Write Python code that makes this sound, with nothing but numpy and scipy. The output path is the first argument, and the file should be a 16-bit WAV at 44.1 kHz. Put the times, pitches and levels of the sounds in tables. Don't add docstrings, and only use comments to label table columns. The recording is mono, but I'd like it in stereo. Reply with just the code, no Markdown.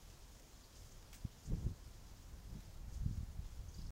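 import sys
import numpy as np
from scipy import signal
from scipy.io import wavfile
from scipy.ndimage import uniform_filter1d

SR = 44100
rng = np.random.default_rng(int(sys.argv[2]) if len(sys.argv) > 2 else 0)


def store_wav(level_fs):
    pcm = np.round(np.clip(np.atleast_2d(level_fs), -1, 1) * 32767)
    wavfile.write(sys.argv[1], SR, pcm.T.astype(np.int16))


N = 176400
TIME = np.arange(N) / SR


def from_db(db):
    return 10 ** (np.asarray(db) / 20)


def unit_rms(x):
    return x / np.sqrt(np.mean(x ** 2) + 1e-20)


def drift(rate_hz):
    step, settle = 40, 2000
    pole = np.exp(-2 * np.pi * rate_hz * step / SR)
    white = rng.standard_normal(N // step + settle + 2)
    slow = signal.lfilter([1], [1, -2 * pole, pole ** 2], white)[settle:]
    return np.interp(np.arange(N) / step, np.arange(len(slow)), unit_rms(slow))


def density_at(colour, hz):
    frequency_hz, density_db = np.transpose(colour)
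    return np.interp(np.log(hz), np.log(frequency_hz), density_db)


def noise_bands(count):
    edges_hz = 18 * 2 ** (np.arange(count + 1) / 3)
    for low, high in zip(edges_hz, edges_hz[1:]):
        band_pass = signal.butter(2, [low, high], "band", fs=SR, output="sos")
        yield np.sqrt(low * high), signal.sosfilt(band_pass, rng.standard_normal(N + SR // 4))[-N:]


def coloured_noise(colour, flicker_db):
    return unit_rms(sum(band * from_db(density_at(colour, hz) + flicker_db * drift(12))
                        for hz, band in noise_bands(count=30)))


def burst(start_s, level_db, decay_s):
    return from_db(level_db) * (TIME >= start_s) * np.exp(-np.abs(TIME - start_s) / decay_s)


def to_right(x, left_db):
    return np.array([from_db(left_db) * x, x])


def far_air():
    # frequency_hz, density_db
    left_colour = [(60, 6.5), (200, 5), (330, -7.5), (500, -3), (800, -10), (1200, -10.5), (2000, -12),
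                   (5500, -15.5), (15000, -16)]
    right_colour = [(60, 7.5), (200, 1), (330, -1), (500, -3.5), (800, -5), (1200, -8), (2000, -13),
                    (3000, -19.5), (7000, -31.5), (15000, -21.5)]
    return np.array([from_db(-65.5) * coloured_noise(left_colour, flicker_db=1.0),
                     from_db(-59.5) * coloured_noise(right_colour, flicker_db=0.85)])


def leaf_rustle(touches_per_s=260, touch_decay_s=0.0055, touch_share=0.29, flutter_db=0.44):
    # time_s, level_db
    stirring = [(0, -62.5), (.45, -63), (.95, -64), (1.6, -63), (1.8, -64.5), (1.87, -63), (2.42, -65),
                (2.61, -63), (2.85, -65.5), (3.17, -64.5), (3.33, -65), (3.64, -64), (3.87, -64)]
    # frequency_hz, density_db
    colour = [(1500, -21.5), (3000, -1.5), (4200, -1.5), (5500, 2), (6800, 1), (9000, -10.5), (12000, -11),
              (15000, -19.5)]
    level_db = np.interp(TIME, *np.transpose(stirring))
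    touches = rng.random(N) < touches_per_s * from_db(level_db - level_db.mean()) / SR
    strength_db = 1.5 * np.minimum(rng.exponential(1, N), 4)
    energy = touches * from_db(strength_db) ** 2
    power = signal.lfilter([1], [1, -np.exp(-1 / (touch_decay_s * SR))], energy + 1e-18)
    grain = np.sqrt(1 - touch_share + touch_share * power / power.mean())
    return from_db(level_db + flutter_db * drift(14)) * grain * coloured_noise(colour, flicker_db=1.02)


def bird_chips(half_width_s=0.0041, fall_hz_per_s=24000, waver_hz=416):
    # peak_s, pitch_hz, level_db
    chips = [(.643, 4400, -58), (3.691, 6240, -55.5), (3.745, 6300, -59), (3.747, 4750, -55.5),
             (3.787, 4600, -55.5), (3.817, 4650, -55.5), (3.866, 6180, -64), (3.869, 4950, -57)]
    notes = 0
    for peak_s, pitch_hz, level_db in chips:
        t = np.clip(TIME - peak_s, -6 * half_width_s, 6 * half_width_s)
        glide_hz = pitch_hz - fall_hz_per_s * t + waver_hz * drift(400)
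        envelope = from_db(level_db) * np.exp(-(t / half_width_s) ** 2 / 2)
        notes += envelope * np.sin(2 * np.pi * np.cumsum(glide_hz) / SR)
    return notes


def trunk_scatter(direct, decay_s=0.043, echo_db=-3.5):
    t = TIME[:SR // 2]
    echoes = rng.standard_normal(len(t)) * np.exp(-t / decay_s)
    return direct + from_db(echo_db) * signal.fftconvolve(direct, echoes / np.linalg.norm(echoes))[:N]


def branch_flurries(rough_db=1.5):
    # peak_s, level_db, half_width_s
    shakes = [(.765, -63, .012), (0.828, -61.5, 0.052), (0.923, -63, 0.0082), (1.39, -67, 0.02),
              (1.461, -58.5, 0.02), (2.946, -62, 0.026), (3.144, -65, 0.036), (3.8, -66.5, 0.065)]
    # frequency_hz, density_db
    colour = [(2000, -18), (4000, -12), (5500, 4), (7000, 2.5), (8500, -7.5), (11000, -16), (15000, -15)]
    envelope = sum(from_db(level_db) * np.exp(-((TIME - peak_s) / half_width_s) ** 2 / 2)
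                   for peak_s, level_db, half_width_s in shakes)
    return envelope * unit_rms(coloured_noise(colour, flicker_db=2.0) * from_db(rough_db * drift(110)))


def leaf_crunch():
    # start_s, level_db, decay_s
    cracks = [(.1, -59, 0.011), (.19, -61, .012), (0.397, -57, .007), (1.027, -52, 0.0022),
              (1.13, -50.5, 0.0079), (1.142, -52.5, 0.035), (1.625, -67, .01), (2.604, -56, 0.0054),
              (3.175, -58, 0.0044)]
    # frequency_hz, density_db
    crackle_colour = [(700, -14), (1200, -10.5), (1700, 2.5), (3000, -2.5), (4000, -6.5), (5500, 3),
                      (7200, 2), (9500, -6.5), (12000, -14), (15000, -6)]
    snap_colour = [(500, -10), (1000, -4), (1800, -1.5), (2800, 3.5), (4200, -12), (15000, -19)]
    crackle = sum(burst(*crack) for crack in cracks) * coloured_noise(crackle_colour, flicker_db=1.5)
    snap = burst(start_s=1.1288, level_db=-49.5, decay_s=0.0088)
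    return crackle + snap * coloured_noise(snap_colour, flicker_db=0)


def eddy_thumps(bass_limit_hz=29):
    # centre_s, level_db, half_width_s
    eddies = [(1.2520, -21.5, .0015), (3.0105, -28.5, 0.0041), (3.063, -17, 0.0018),
              (3.1118, -22.5, 0.0016), (3.1781, -22.5, 0.0021), (3.207, -26, 0.0021),
              (3.2325, -28.5, 0.0016), (3.3928, -26, 0.0021), (3.595, -27, 0.0045), (3.792, -30.5, 0.0013)]
    pressure = 0
    for centre_s, level_db, half_width_s in eddies:
        passage = (TIME - centre_s) / half_width_s
        pressure -= from_db(level_db) * passage / (1 + passage ** 2 / 7) ** 4
    port_response = signal.butter(1, bass_limit_hz, "high", fs=SR, output="sos")
    return signal.sosfilt(port_response, pressure + 1e-18)


def turbulence(gusts, colour, lumpy_db, full_gust_db=-25, db_per_octave=36.5):
    level_db = np.interp(TIME, *np.transpose(gusts))
    speed = 2 ** ((level_db - full_gust_db) / db_per_octave)
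    rumble = sum(band * from_db(density_at(colour, hz / speed)) for hz, band in noise_bands(count=22))
    local_power = uniform_filter1d(uniform_filter1d(rumble ** 2, size=2600), size=1300)
    even_rumble = rumble / np.sqrt(local_power + 1e-20)
    return from_db(level_db) * unit_rms(even_rumble * from_db(lumpy_db * drift(30)))


def wind_on_ports():
    # time_s, level_db
    left_gusts = [(0, -57.5), (.95, -58.5), (1.27, -54.5), (1.43, -55.5), (1.53, -28), (1.61, -38.5),
                  (1.68, -30), (1.78, -57), (2.02, -58), (2.15, -52), (2.44, -53.5), (2.54, -39.5),
                  (2.66, -52.5), (3.05, -50.5), (3.46, -56.5), (3.88, -46)]
    right_gusts = [(0, -56), (.72, -56), (.82, -53.5), (.95, -51.5), (1.76, -57), (1.87, -45), (2.2, -58),
                   (2.37, -44.5), (2.6, -54.5), (2.85, -43), (3.0, -36.5), (3.17, -38.5), (3.3, -42.5),
                   (3.52, -45), (3.6, -46), (3.88, -41.5)]
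    # frequency_hz, density_db
    left_colour = [(22, -4), (50, 2), (100, -2), (160, -7.5), (230, -13.5), (340, -19), (700, -37),
                   (2000, -53.5), (5000, -75.5)]
    right_colour = [(22, -7.5), (50, 1.5), (100, 0), (160, -8.5), (230, -16), (340, -31), (700, -65),
                    (2000, -89.5)]
    return np.array([turbulence(left_gusts, left_colour, lumpy_db=3.0),
                     turbulence(right_gusts, right_colour, lumpy_db=4.0) + eddy_thumps()])


def scene():
    wind = wind_on_ports()
    leaves = to_right(leaf_rustle() + branch_flurries() + leaf_crunch(), left_db=-29.5)
    bird = to_right(trunk_scatter(bird_chips()), left_db=-19)
    return far_air() + leaves + bird + wind


def record(dry, end_s=3.906, cutoff_hz=15750):
    low_pass = signal.ellip(12, .1, 80, cutoff_hz, fs=SR, output="sos")
    return signal.sosfilt(low_pass, dry * (TIME < end_s))


dry = scene()
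out = record(dry)
store_wav(out)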